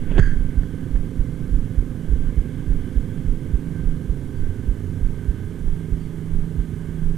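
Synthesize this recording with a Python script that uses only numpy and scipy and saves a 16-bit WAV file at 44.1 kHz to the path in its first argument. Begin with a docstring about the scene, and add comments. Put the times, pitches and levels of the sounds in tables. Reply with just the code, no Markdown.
"""Distant engine from a canoe

A small engine chugs far off across still water: a throbbing exhaust hum, rough puffs, a light rattle.
Up close, soft paired thumps like a heartbeat come through the chest.
Near the start the fishing tackle knocks twice, then rubs and squeaks.
Behind it all lie a low hum, swells of rumble, open air, and a faint insect and bird in the reeds."""
import sys
import numpy as np
from scipy import signal
from scipy.fft import rfft, irfft
from scipy.io import wavfile
from scipy.ndimage import uniform_filter1d, map_coordinates

SR = 44100
rng = np.random.default_rng(int(sys.argv[2]) if len(sys.argv) > 2 else 0)


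def store_pcm(level_fs):
    """Save levels as 16-bit WAV."""
    pcm = np.round(np.clip(level_fs, -1, 1) * 32767).astype(np.int16)
    wavfile.write(sys.argv[1], SR, np.atleast_2d(pcm).T)


N = 316197
T = np.arange(N) / SR

# engine firing rate: t/s, f/Hz
FIRING_RATE = [(0, 26.85), (.9, 26.75), (1.7, 26.92), (3.3, 26.88), (3.75, 26.75), (4.05, 26.85),
               (4.5, 26.72), (5.4, 26.93), (7.17, 26.87)]
# exhaust harmonics: multiple of the firing rate, level before/dB, level after/dB, halfway t/s
EXHAUST_ORDERS = [(4, -54, -38, 10), (5, -46.5, -71.5, 9.2), (6, -37, -32, 5.76), (7, -45, -46, 2.8),
                  (8, -51, -49, 3.4), (9, -43, -44.5, 3.8), (10, -43, -48.5, 5.1), (11, -47, -56.5, 5.2),
                  (12, -53, -57, 6.4), (13, -58, -51.5, 1.6), (14, -62, -56.5, 2.3), (15, -53.5, -50, 3.5),
                  (16, -57, -52.5, 1.6), (17, -60, -61.5, 3.6), (19, -55, -70.5, 5.55), (22, -68, -69, 8.2),
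                  (35, -84, -69.5, 4), (38, -83, -83, 4), (39, -72, -73, 4), (44, -71.5, -75, 3.3),
                  (46, -70.5, -69, 4.6)]
# tone of the exhaust puffs: f/Hz, level/dB
PUFF_EQ = [(40, 3.5), (75, -4), (95, 1), (112, -2.5), (135, 1), (165, -1.5), (205, -13), (265, -11),
           (340, -29.5), (410, -29.5), (500, -22.5), (580, -41), (1200, -39.5), (3000, -49), (6000, -78)]
# tone of the slap that opens each throb: f/Hz, level/dB
SLAP_EQ = [(120, -11), (220, 3.5), (280, -2.5), (350, -4.5), (480, -11.5), (550, -21.5), (900, -50),
           (3000, -77)]
# resonances of the engine housing: f/Hz, width/Hz, level/dB
HOUSING_MODES = [(1046, 95, -75), (1683, 190, -63.5), (2125, 330, -64), (2730, 150, -77), (3010, 140, -72),
                 (3270, 400, -69.5)]
# fader ride on the housing rattle: t/s, level/dB
HOUSING_RIDE = [(0, 3.5), (.7, -0.5), (1.3, -1.5), (1.9, -1.5), (2.5, 2.5), (3, 0.5), (3.5, -0.5),
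                (4.3, -1.5), (4.9, -2.5), (5.3, -0.5), (6.4, 0), (6.9, -1)]
# narrow metallic ring, as of a loose panel: f/Hz, width/Hz, relative level/dB
PANEL_MODES = [(1501, 36, -0.5), (1561, 63, 4), (1596, 52, -9)]
# fader ride on that ring: t/s, level/dB
PANEL_RIDE = [(0, -57), (.68, -56), (1.27, -63.5), (1.42, -57), (1.93, -62.5), (2.1, -57), (2.5, -61),
              (3.03, -56.5), (3.25, -62.5), (3.92, -57), (4.19, -65), (4.54, -53.5), (4.93, -62.5),
              (5.2, -56), (5.48, -60.5), (6.12, -62.5), (6.55, -65), (6.83, -57.5), (7.17, -61)]
# paired thumps: t/s, first level/dB, gap/s, second level/dB, second f/Hz
HEARTBEATS = [(0.417, -11.5, 0.17, -15, 41.2), (0.961, -9.5, 0.24, -16, 40.3), (1.547, -9, 0.24, -14, 46.3),
              (2.137, -7.5, 0.25, -14.5, 42), (2.718, -9.5, 0.26, -14.5, 48), (3.301, -11, 0.25, -14.5, 50),
              (3.875, -11.5, 0.23, -16.5, 48.5), (4.444, -15.5, 0.25, -14, 49.5),
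              (5.05, -11, .243, -16.5, 53), (5.685, -12.5, 0.242, -17, 56.3), (6.367, -14, 0.23, -17, 50),
              (7.068, -13.5, .24, -30, 50)]
# chest-worn gear swaying against the body: t/s, level/dB, f/Hz
GEAR_SWAYS = [(0.091, -22.5, 5.6), (0.171, -10, 27.8), (0.226, -7, 29.6), (0.301, -14, 13.4),
              (0.37, -19, 35), (2.206, -14.5, 17.3), (2.268, -20.5, 31)]
# impacts within the tackle knocks: t/s, thud level/dB, thud f/Hz, crack level/dB, ring level/dB
TACKLE_HITS = [(0.113, -18.5, 196, -38, -64), (0.1808, -14.5, 293, -22, -32), (0.1833, -14, 340, -35, -41),
               (0.1901, -7, 152, -50, -28), (0.196, -8, 130, -35, -22), (0.633, -16.5, 141, -47, -42),
               (.958, -38, 200, -38, -45)]
# tone of a knock's crack: f/Hz, level/dB
CRACK_EQ = [(100, -8), (380, 13), (700, -5.5), (1500, -13.5), (3400, -15), (4200, -46), (8000, -43),
            (14000, -60)]
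# resonances of struck or rubbed tackle: f/Hz, width/Hz, relative level/dB
TACKLE_MODES = [(1630, 330, 10), (1900, 220, -10), (3180, 340, -19), (4520, 400, -13), (6500, 900, -14.5),
                (7780, 500, -16)]
# dull brushes that swell and stop short: peak t/s, level/dB
TACKLE_BRUSHES = [(0.118, -39.5), (0.182, -28)]
# small ticks of the tackle: t/s, f/Hz, width/Hz, level/dB, decay/s
TACKLE_TICKS = [(0.112, 2700, 450, -44, 0.0067), (0.1799, 3200, 696, -34.5, 0.004),
                (0.1963, 3770, 2600, -47, 0.00098)]
# partials of the squeak: ratio to the pitch, relative level/dB
SQUEAK_PARTIALS = [(0.999, -7), (1.982, -25), (2.85, -26.5), (4.0, -29.5)]
# swells of low rumble: peak t/s, half length/s, f/Hz, width/Hz, level/dB
RUMBLE_SWELLS = [(3.2, 1, 143.8, 28, -37), (4.754, 0.38, 88.7, 20, -35)]
# tone of the open air and hiss: f/Hz, level/dB
AIR_EQ = [(12, -0.5), (45, -3.5), (130, -4.5), (230, -18), (450, -28), (650, -33.5), (1220, -38.5),
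          (1380, -39), (1900, -40.5), (2500, -46.5), (3400, -46), (4000, -49), (5200, -51.5), (5900, -49.5),
          (11000, -49.5), (15000, -60)]
# bird notes: t/s, length/s, top f/Hz, level/dB
BIRD_NOTES = [(4.347, 0.13, 4710, -68), (5.99, 0.12, 4620, -65)]


def engine(throb_hz=23.9, depth=0.36, snap=0.28):
    """The chug: a throb a little slower than the firing pumps the exhaust and rattle over a rising drone."""
    firing_hz, = curves(FIRING_RATE)
    firings = np.cumsum(firing_hz) / SR + 0.0021 * drift(per_s=20)
    throbs = throb_hz * (T - 0.035) + 0.034 * drift(per_s=3)
    swell = 1 + depth * (np.cos(2 * np.pi * throbs) - snap * np.sin(4 * np.pi * throbs))
    drone_gain = amp(-38 + 2 * drift(per_s=5)) * np.sqrt(2 * T / T[-1])
    drone = drone_gain * np.cos(2 * np.pi * 4 * throbs)
    return exhaust_hum(firings, swell) + drone + exhaust_puffs(throbs) + clatter(firings, swell)


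def exhaust_hum(firings, swell, waver_db=1.52, scatter_rad=0.79, wander_rad=0.34):
    """Harmonics of the firing, each sliding to a new level on its own path over the water."""
    hum = np.zeros(N)
    for order, *levels in EXHAUST_ORDERS:
        level = slide(*levels)
        if order == 6:  # the main boom dips once
            level -= 8 * np.exp(-((T - 4.52) / 0.37) ** 2)
        phase = 2 * np.pi * order * firings + np.pi / 2 * (order % 2)  # the offset gives two blows a cycle
        phase += scatter_rad * rng.standard_normal() + wander_rad * drift(per_s=5)
        unrest = min(1, 9 / order) ** 2  # the upper orders hold steadiest
        level += unrest * waver_db * drift(per_s=4.1)
        hum += np.sqrt(2) * amp(level) * np.cos(phase)
    bass = signal.sosfiltfilt(signal.butter(4, 200, fs=SR, output="sos"), hum)
    return bass * (1 + swell) / 2 + (hum - bass) * swell  # the bass throbs half as deep


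def exhaust_puffs(throbs):
    """Each throb opens with a sharp slap, then a rough puff; both ease off midway."""
    rough = amp(-35) * colour(puffs(throbs + 0.09, decay_cycles=1, floor=1), PUFF_EQ)
    slaps = puffs(throbs + 0.3, decay_cycles=0.22, floor=0.03)
    slaps *= amp(1.5 * drift(per_s=23.9))  # no two slaps hit alike
    return (rough + amp(-43.5) * colour(slaps, SLAP_EQ)) * amp(slide(0.82, -3.7, halfway_s=4.2))


def clatter(firings, swell, follow=0.22):
    """The firings rattle the housing, which partly follows a metallic ring as it swells and sinks."""
    def shake(modes):
        """Each mode is rattled twice a firing and wavers on its own."""
        out = np.zeros(N)
        for hz, width, db in modes:
            gain = amp(db + 1.2 * drift(per_s=11))
            drive = puffs(2 * firings, decay_cycles=0.87, floor=0.82) * (4 + swell)
            out += gain * resonate(drive, [(hz, width, 0)])
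        return out

    panel_db, = curves(PANEL_RIDE)
    housing_db, = curves(HOUSING_RIDE)
    housing = amp(housing_db + follow * (panel_db - panel_db.mean())) * shake(HOUSING_MODES)
    return housing + amp(panel_db) * unit(shake(PANEL_MODES))


def body(octaves_per_db=0.2369):
    """Heartbeat-like thumps and sways of gear at the chest, with a soft flutter of cloth under each."""
    thumps = np.zeros(N)
    for s, db, gap, second_db, second_hz in HEARTBEATS:
        first_hz = 32.2 * 2 ** (octaves_per_db * (db + 10.5))  # a stronger thump is quicker
        thumps += thump(s - 0.049, db - 13, hz=19, cycles=0.12)  # lead-in
        thumps += thump(s - 0.0223, db - 11.5, hz=66, cycles=0.75)  # quick catch
        thumps += thump(s, db - 1, first_hz, cycles=0.48)  # lub
        thumps += thump(s + 0.0493, db - 8, hz=18, cycles=0.39)  # rebound
        thumps += thump(s + gap, second_db + 5, second_hz, cycles=0.46, wave=np.sin, slowing=0.27)  # dub
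    for s, db, hz in GEAR_SWAYS:
        thumps += thump(s, db, hz, cycles=1)
    pressure = np.sqrt(abs(uniform_filter1d(thumps ** 2, size=2000)))
    cloth = colour(noise(), [(20, 9.5), (85, 15.5), (140, -19), (300, -12), (900, -68)])
    return thumps + amp(-13) * pressure * cloth


def thump(s, db, hz, cycles, wave=np.cos, slowing=0):
    """A brief, uneven low push and its recoil, centred on time s; it may slow as it dies."""
    turns = (T - s + 0.0008 * drift(per_s=110)) * hz
    near = abs(turns) < 4
    turns = turns[near] * (1 - slowing * np.tanh(2 * turns[near]))
    envelope = np.cos(np.pi * turns / 8) / np.cosh(turns / cycles)
    out = np.zeros(N)
    out[near] = amp(db) * envelope * wave(2 * np.pi * turns)
    return out


def tackle(thud_s=0.0069, crack_s=0.0096, ring_s=0.0022, brush_rise_s=0.033, brush_fall_s=0.0039):
    """Each knock is a dead thud, a crack and a short ring; brushing and rubbing scrape the same modes."""
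    crack_env = sum(amp(db) * np.exp(-np.maximum((s - T) / brush_rise_s, (T - s) / brush_fall_s))
                    for s, db in TACKLE_BRUSHES)
    rub_env, squeak = rub()
    ring_env = amp(-5) * rub_env + amp(-15) * crack_env
    thuds = -thump(s=0.198, db=-10, hz=84, cycles=0.6)  # the hardest knock also booms
    for s, thud_db, hz, crack_db, ring_db in TACKLE_HITS:
        age = np.maximum(T - s, 0)
        thuds -= amp(thud_db) * np.sin(2 * np.pi * hz * age) * np.exp(-age / thud_s)
        crack_env += amp(crack_db) * (age > 0) * np.exp(-age / crack_s)
        ring_env += amp(ring_db) * (age > 0) * np.exp(-age / ring_s)
    cracks, scrape = crack_env * noise(), ring_env * noise()
    ring = scrape.std() * resonate(scrape, TACKLE_MODES)
    return thuds + cracks.std() * colour(cracks, CRACK_EQ) + ring + squeak


def rub(start_s=0.178, rise_s=0.016, stop_s=0.31, release_s=0.055, squeak_hz=1635, fade_db_per_s=68):
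    """Tackle sticks and slips: returns the rub's juddering envelope and its squeak, sagging in pitch."""
    age = np.maximum(T - start_s, 0)
    attack = np.minimum(age / rise_s, 1)
    release = np.exp(-np.maximum(T - stop_s, 0) / release_s)
    judder_db = 3 * np.tanh(drift(per_s=130))
    envelope = attack * amp(-32 - fade_db_per_s * age + judder_db) * release
    pitch = squeak_hz * (1 - 0.22 * np.minimum(age, 0.2) + 0.028 * drift(per_s=900))
    turns = np.cumsum(pitch) / SR
    tone = unit(sum(amp(db) * np.sin(2 * np.pi * ratio * turns) for ratio, db in SQUEAK_PARTIALS))
    return envelope, amp(-4) * envelope * tone


def ticks():
    """Small ticks of the tackle: bursts of noise, each in its own band."""
    out = np.zeros(N)
    for s, hz, width, db, decay_s in TACKLE_TICKS:
        burst = amp(db) * (T > s) * np.exp(-np.maximum(T - s, 0) / decay_s) * noise()
        out += burst.std() * resonate(burst, [(hz, width, 0)])
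    return out


def far_hum(hz=128.14):
    """A second low hum that wanders in pitch and sinks back."""
    turns = np.cumsum(hz + 2.62 * drift(per_s=5)) / SR
    level = slide(-41.5, -49.5, halfway_s=5.6) + 3.1 * drift(per_s=4.22)
    return np.sqrt(2) * amp(level) * np.sin(2 * np.pi * turns)


def rumble():
    """Low rumble swells in one narrow band, then in another."""
    return sum(amp(db) * np.exp(-((T - s) / length) ** 2) * resonate(noise(), [(hz, width, 0)])
               for s, length, hz, width, db in RUMBLE_SWELLS)


def air():
    """A steady bed of open air and hiss."""
    return amp(-33) * colour(noise(), AIR_EQ)


def insect(hz=8580, width_hz=400, growth_db_per_s=0.75):
    """A thin, wavering trill that creeps up in level."""
    level = -80.5 + growth_db_per_s * T + 1.2 * drift(per_s=12)
    return amp(level) * resonate(noise(), [(hz, width_hz, 0)])


def bird():
    """Two far notes that flick up and slide down."""
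    out = np.zeros(N)
    for s, length, hz, db in BIRD_NOTES:
        progress = np.clip((T - s) / length, 0, 1)
        arch = abs(np.sin(np.pi * progress ** 0.45))
        pitch = hz * (1 + 0.07 * (arch - 1) + 0.006 * drift(per_s=300))
        out += amp(db) * arch * np.sin(2 * np.pi * np.cumsum(pitch) / SR)
    return out


def amp(db):
    """Decibels to gain."""
    return 10 ** (np.asarray(db) / 20)


def unit(x):
    """Scales to rms 1."""
    return x / np.sqrt(np.mean(x ** 2) + 1e-20)


def curves(rows):
    """Each level or rate column of a table as a curve in time."""
    s, *columns = np.transpose(rows)
    return [np.interp(T, s, c) for c in columns]


def slide(before_db, after_db, halfway_s, ease_s=0.78):
    """A smooth fader move between two levels."""
    return before_db + (after_db - before_db) * (1 + np.tanh((T - halfway_s) / ease_s)) / 2


def noise():
    """White noise."""
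    return rng.standard_normal(N)


def puffs(turns, decay_cycles, floor):
    """Noise that jumps at each whole turn and decays toward a steady floor."""
    return noise() * (floor + np.exp(-(turns % 1) / decay_cycles))


def drift(per_s):
    """Smooth random wander, at rms 1."""
    knots = rng.standard_normal(2000)
    wander = map_coordinates(knots, [T[::20] * per_s], order=3, mode="mirror")
    return np.interp(T, T[::20], unit(wander))


def colour(x, eq):
    """Shapes x with an EQ curve, at rms 1."""
    hz, db = np.transpose(eq)
    f = np.fft.rfftfreq(len(x), 1 / SR)
    gain = amp(np.interp(np.log(f + 1), np.log(hz), db))
    return unit(irfft(rfft(x) * gain, len(x)))


def resonate(x, modes):
    """Rings x through steep resonances, summed at rms 1."""
    out = 0
    for hz, width, db in modes:
        b, a = signal.iirpeak(hz, hz / width, SR)
        out = out + amp(db) * unit(signal.lfilter(b, a, signal.lfilter(b, a, x)))
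    return unit(out)


def scene(left_db=-6.75, right_db=3.75):
    """All layers in one mono mix, panned right."""
    mono = engine() + body() + tackle() + ticks() + far_hum() + rumble() + air() + insect() + bird()
    return mono * amp([[left_db], [right_db]])


def record(dry, cutoff_hz=15450):
    """A hard limit at full scale, then a steep cut of the top end."""
    lowpass = signal.firwin(511, cutoff_hz, window=("kaiser", 9), fs=SR)
    return signal.oaconvolve(np.clip(dry, -1, 1), lowpass[None], "same")


dry = scene()
out = record(dry)
store_pcm(out)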